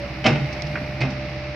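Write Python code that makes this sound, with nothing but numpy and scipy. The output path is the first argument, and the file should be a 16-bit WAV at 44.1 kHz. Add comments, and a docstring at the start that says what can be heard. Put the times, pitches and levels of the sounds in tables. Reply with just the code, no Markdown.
"""A four-cylinder diesel drones under the whine of a hydraulic pump: an excavator curling its bucket in
a dirt yard, slightly right of centre in the stereo microphone. Twice the slack in the linkage is taken
up: a quick run of steel blows rings the bucket and the link, and the hollow arm booms after it.
In between a pin knocks once, and now and then grit ticks off the bucket. The yard scatters the
clanks back from all sides."""
import sys
import numpy as np
from scipy import signal
from scipy.fft import rfft, irfft
from scipy.io import wavfile
from scipy.ndimage import uniform_filter1d

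SR = 44100
rng = np.random.default_rng(int(sys.argv[2]) if len(sys.argv) > 2 else 0)


def bounce(signal):
    """Save signal as a 16-bit WAV file at the path given by the first command-line argument."""
    frames = np.transpose(np.atleast_2d(signal))
    limited = np.clip(frames, -1, 1)
    pcm = np.round(limited * 32767).astype(np.int16)
    wavfile.write(sys.argv[1], SR, pcm)


N = 68355

# steel blows in the linkage: start_s, level_db, tilt_db_per_octave, bucket_ring_db, link_ring_db
BLOWS = [(0.2421, -11.5, 2, -9, -10), (0.249, -12, -3.5, 0, -20), (0.2563, -3.5, -1, -4, -18),
         (0.2622, 0.5, 2, -2, -22), (0.271, -17.5, -5.5, -9.5, -14), (0.291, -10.5, -4, -22, -17.5),
         (.328, -19, -1.5, -24, -8), (0.355, -15, -3, -17.5, -10), (1.006, -21.5, 5.5, -15, -14.5),
         (1.0135, -10.5, -1, -17.5, 0), (1.032, -16.5, -3, -19.5, -23), (1.05, -17, -3, -16, -18)]
PUMP_ORDER = 36  # pump ripples per four-stroke cycle
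BLOW_SIDE_DB = -7.5  # a blow reaches the microphone narrower than the engine
SIDE = np.array([[1], [-1]])  # added on the left, subtracted on the right


def undb(db):
    """Decibels to gain."""
    return 10 ** (np.asarray(db) / 20)


def unit(x):
    """Scale to rms 1."""
    return x / np.sqrt(np.mean(x ** 2))


def curve(at, rows):
    """Straight lines through the rows."""
    return np.interp(at, *np.array(rows, float).T)


def on_hz(hz, rows, column=1):
    """A column of a table read on a log-frequency axis."""
    rows = np.array(rows, float)
    return np.interp(np.log(np.maximum(hz, 1)), np.log(rows[:, 0]), rows[:, column])


def bins():
    """Frequencies of the spectrum."""
    return np.fft.rfftfreq(N, 1 / SR)


def since(start):
    """Seconds since a moment, zero before it."""
    return np.maximum(np.arange(N) / SR - start, 0)


def decay(age, t60):
    """A fall of 60 dB every t60 seconds."""
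    return np.exp(-np.log(1000) * age / t60)


def burst(start, fall_s):
    """Half-millisecond rise and exponential fall."""
    age = since(start)
    return (1 - np.exp(-age / 0.00051)) * np.exp(-age / fall_s)


def wander(rate_hz):
    """Smooth random wander of spread 1."""
    return unit(irfft(rfft(rng.standard_normal(N)) * np.exp(-(bins() / rate_hz) ** 2), N))


def noise_spectrum(side_db=0, envelope=1):
    """Spectrum of stereo noise under an envelope, alike in the bass and diffuse in the treble."""
    # stereo width at the microphone: frequency_hz, side_against_mid_db
    spread = [(60, -13), (250, -25.5), (480, -8), (750, -9.5), (1100, -4.5), (2400, -5.5), (4000, -1),
              (12000, -2.5)]
    mid, side = rfft(rng.standard_normal((2, N)) * envelope)
    width = undb(on_hz(bins(), spread) + side_db)
    return (mid + side * width * SIDE) / np.hypot(1, width)


def noise(colour, envelope=1, side_db=0):
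    """Coloured stereo noise whose rms follows the envelope."""
    return irfft(noise_spectrum(side_db, envelope) * unit(undb(on_hz(bins(), colour))), N)


def tone(cycles, order, waver_db, drift_rad):
    """One multiple of the engine cycle, wavering in level and phase."""
    level = np.sqrt(2) * undb(waver_db * wander(12.8))
    return level * np.sin(2 * np.pi * (order * cycles + rng.random()) + drift_rad * wander(6.9))


def yard_hiss():
    """The faint, even hiss of the yard."""
    # hiss colour: frequency_hz, relative_db
    colour = [(1000, -5), (7000, 8), (9500, -5.5), (13500, 4), (14500, -29)]
    return undb(-70.5) * noise(colour)


def yard_echo(clanks, level_db=-10.5, rise_s=0.0099, low_cut_hz=450):
    """Diffuse tail from fence, truck and trees, different in each channel and thin in the bass."""
    t, hz = since(0), bins()
    scatter = rng.standard_normal((2, N)) * (1 - np.exp(-t / rise_s)) * decay(t, t60=0.55)
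    spectrum = rfft(unit(scatter) / np.sqrt(N))
    tail = irfft(spectrum * hz / np.hypot(hz, low_cut_hz), N)[:, :N // 2]
    return undb(level_db) * signal.fftconvolve(clanks.mean(axis=0)[None], tail)[:, :N]


def engine(cycles, flare_depth=0.37, flare_firings=0.24):
    """The diesel: engine tones, fan, exhaust rumble, and clatter that flares at each firing."""
    # engine tones, every fourth order a firing harmonic: order_per_cycle, level_db
    orders = {4: -39, 5: -44, 7: -45.5, 8: -37.5, 9: -56, 10: -50, 12: -45, 14: -58, 16: -51, 18: -56, 20:
              -50, 46: -59, 50: -59.5, 72: -60, 80: -58}
    # engine effort: time_s, rumble_change_db, clatter_change_db
    effort = [(0, 0.5, 0), (.22, 1, -1), (.45, 3, 1), (.62, 3, 1), (.82, 4, -0.5), (.93, 1, -1),
              (1.2, -3.5, 0), (1.29, -1, 0), (1.55, -10.5, -1)]
    # exhaust rumble: frequency_hz, relative_db
    rumble_colour = [(20, -32), (45, -25.5), (70, -20), (100, -9), (138, 4.5), (175, -6.5), (250, -10.5),
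                     (320, -10.5), (420, -18), (700, -11), (1500, -53.5)]
    # diesel clatter: frequency_hz, relative_db
    clatter_colour = [(200, -2), (450, -2.5), (750, 0.5), (1000, -5), (1600, -4), (2150, 2.5), (2700, -2),
                      (3200, -11.5), (4300, -10), (5400, -12), (6200, -23), (7200, -45), (10000, -56.5)]
    times, *levels = np.array(effort).T
    rumble_db, clatter_db = (np.interp(since(0), times, db) for db in levels)
    tones = sum(undb(db) * tone(cycles, order, waver_db=min(order / 4, 2.5),
                                drift_rad=min(order * 0.022, .6)) for order, db in orders.items())
    fan = undb(-47) * tone(cycles, order=19.5, waver_db=2, drift_rad=0.43)
    firings = 4 * cycles
    strength = undb(1.1 * rng.standard_normal(256))[firings.astype(int) % 256]  # uneven firings
    flare = unit(1 + flare_depth * strength * np.exp(-(firings % 1) / flare_firings))
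    rumble = noise(rumble_colour, undb(-37 + rumble_db))
    clatter = noise(clatter_colour, undb(-35.5 + clatter_db) * flare)
    return tones + fan + rumble + clatter


def pump(cycles, side_db=-20):
    """Piston ripple of the hydraulic pump, louder under load, with a faint reflection from the sides."""
    # pump load: time_s, whine_db
    load = [(0, -35.5), (.04, -33.5), (.12, -49.5), (.22, -44.5), (.3, -38), (.5, -36), (.8, -37.5),
            (1.15, -37), (1.55, -35.5)]
    direct, reflected = (tone(cycles, PUMP_ORDER, waver_db=1.34, drift_rad=0.04) for _ in range(2))
    return undb(curve(since(0), load)) * (direct + undb(side_db) * reflected * SIDE)


def grit():
    """A few bright ticks of grit on the bucket."""
    # grains striking: start_s, level_db, fall_s
    ticks = [(0.526, -34.5, 0.012), (.6205, -21, 0.0025), (.668, -38.5, 0.0077), (1.102, -40, 0.023)]
    # tick colour: frequency_hz, relative_db
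    colour = [(150, -41.5), (800, -11), (2200, -5), (3200, -3.5), (4300, 4.5), (5600, 6), (6800, -14),
              (8200, -19.5), (9500, -38), (14000, -40)]
    return noise(colour, sum(undb(db) * burst(start, fall_s) for start, db, fall_s in ticks))


def pin_knock():
    """A pin knocks dully and rattles briefly."""
    # the strike, then its rattle: start_s, level_db, t60_s
    knocks = [(0.7548, -19.5, 0.052), (0.771, -32.5, .16)]
    # knock colour: frequency_hz, relative_db
    colour = [(100, -35), (500, -11), (1100, -8), (1550, 0.5), (2000, -4), (2600, -9), (3300, -26),
              (5500, -38), (7500, -66)]
    envelope = sum(undb(db) * burst(start, t60 / np.log(1000)) for start, db, t60 in knocks)
    return noise(colour, envelope, BLOW_SIDE_DB)


def arm():
    """Low booms swell and fade in the hollow arm as it shudders."""
    # arm booms: start_s, pitch_hz, peak_db, rise_s, t60_s
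    booms = [(.266, 120.7, -16, 0.024, 0.24), (.305, 145.7, -17, 0.018, 0.51),
             (.402, 141.8, -17.5, 0.045, .22), (.62, 147.4, -24.5, .04, 0.47),
             (0.813, 185.4, -28, 0.012, .14), (.808, 268.5, -29, .015, .12),
             (1.002, 133.6, -15.5, .04, 0.15), (1.04, 256.6, -25.5, 0.016, 0.43),
             (1.088, 189, -31.5, 0.048, 0.067)]
    out = 0
    for start, hz, db, rise, t60 in booms:
        age = since(start)
        swell = np.sin(np.pi / 2 * np.minimum(age / rise, 1)) * decay(since(start + rise), t60)
        out = out + undb(db) * swell * np.sin(2 * np.pi * hz * age)
    return out


def steel_modes(modes, rings_db, pivot_hz=1000, side_db=-27):
    """Steel modes gather the energy of every blow; each rings them duller or brighter by its own tilt."""
    t, out = since(0), 0
    starts, _, tilts = np.array(BLOWS).T[:3]
    for hz, db, t60 in modes:
        pushes = np.zeros(N)
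        pushes[(starts * SR).astype(int)] = undb(rings_db + tilts * np.log2(hz / pivot_hz)) ** 2
        energy = signal.lfilter([1], [1, -decay(1 / SR, t60) ** 2], pushes)
        swing = uniform_filter1d(np.sqrt(energy), size=48)  # onsets softened over about 1 ms
        mid, side = np.sin(2 * np.pi * (hz * t + rng.random((2, 1))) + 0.42 * wander(45))
        out = out + undb(db) * swing * (mid + undb(side_db) * side * SIDE)
    return out


def bucket_and_link():
    """The blows set the bucket ringing long and its link more briefly."""
    # bucket modes: pitch_hz, level_db, t60_s
    bucket = [(189, -38.5, 0.73), (236, -25, .4), (303, -31, 0.61), (454, -33.5, .35), (529, -35, 0.47),
              (585, -24, .09), (623.8, -19.5, 0.16), (754, -21.5, .2), (805, -31.5, 0.57),
              (1460, -32.5, 0.46), (1605, -38, 0.19), (1820, -41.5, 0.14), (2034, -34.5, 0.48),
              (2128, -36, 0.82), (2603, -33.5, 0.53), (3026, -27.5, 0.089), (3746, -42.5, 0.59)]
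    # link modes: pitch_hz, level_db, t60_s
    link = [(719, -38, .25), (2090, -21.5, 0.12), (2290, -23, 0.06), (2508, -25, .14), (4373, -31, 0.03),
            (4730, -34, .07), (5400, -53, .06)]
    bucket_db, link_db = np.array(BLOWS).T[3:]
    return steel_modes(bucket, bucket_db) + steel_modes(link, link_db)


def linkage(rise_s=0.0013, crack_db=-1.5, crack_s=0.0079, pivot_hz=2000):
    """Each blow is a short crack and a dense steel ring that dies band by band."""
    # dense ring of the steel: frequency_hz, relative_db, t60_s
    steel = [(170, -5, 0.46), (249, -4, 0.28), (450, -3.5, 0.25), (685, 1, 0.15), (970, -7, 0.32),
             (1650, -6.5, 0.26), (2350, 0, 0.17), (2820, -2.5, .14), (3440, -8.5, 0.12), (4800, -19, 0.16),
             (5310, -10.5, 0.089), (6350, -24.5, 0.11), (7900, -39, 0.15), (13100, -58.5, 0.21)]
    hz, out = bins(), 0
    spectrum = noise_spectrum(BLOW_SIDE_DB) * unit(undb(on_hz(hz, steel)))
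    edges_hz = np.geomspace(150, 15000, 15)
    for low, high in zip(edges_hz, edges_hz[1:]):
        centre = np.sqrt(low * high)
        t60, octaves = on_hz(centre, steel, column=2), np.log2(centre / pivot_hz)
        power = 0
        for start, db, tilt, *_ in BLOWS:
            age = since(start)
            attack = (1 - np.exp(-age / rise_s)) * (1 + undb(crack_db) * np.exp(-age / crack_s))
            power = power + (undb(db + tilt * octaves) * attack * decay(age, t60)) ** 2
        band = irfft(spectrum * ((hz >= low) & (hz < high)), N)
        out = out + np.sqrt(power) * band
    return undb(-15.5) * out


def scene():
    """The whole machine in its yard, slightly right of centre at the microphone."""
    # pump whine, which follows the crankshaft: time_s, pitch_hz
    whine = [(0, 572.5), (.06, 574.9), (0.149, 582.3), (0.248, 597.3), (0.381, 598.5), (0.759, 599.4),
             (1.049, 598), (1.25, 594.2), (1.55, 594.5)]
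    # stereo balance: frequency_hz, left_minus_right_db
    lean = [(60, -1.5), (500, -1.5), (1200, -1.2), (4000, -2), (10000, -0.5)]
    cycles = np.cumsum(curve(since(0), whine)) / PUMP_ORDER / SR  # four-stroke cycles turned
    clanks = linkage() + bucket_and_link() + pin_knock()
    yard = engine(cycles) + pump(cycles) + clanks + yard_echo(clanks) + arm() + grit() + yard_hiss()
    return irfft(rfft(yard) * undb(on_hz(bins(), lean) * SIDE / 2), N)


def record(dry, ceiling=.85, top_hz=14500):
    """The recorder rounds the loudest peaks and cuts the top."""
    rounded = dry / (1 + (dry / ceiling) ** 6) ** (1 / 6)
    return signal.sosfilt(signal.ellip(8, .2, 80, top_hz, fs=SR, output="sos"), rounded)


dry = scene()
out = record(dry)
bounce(out)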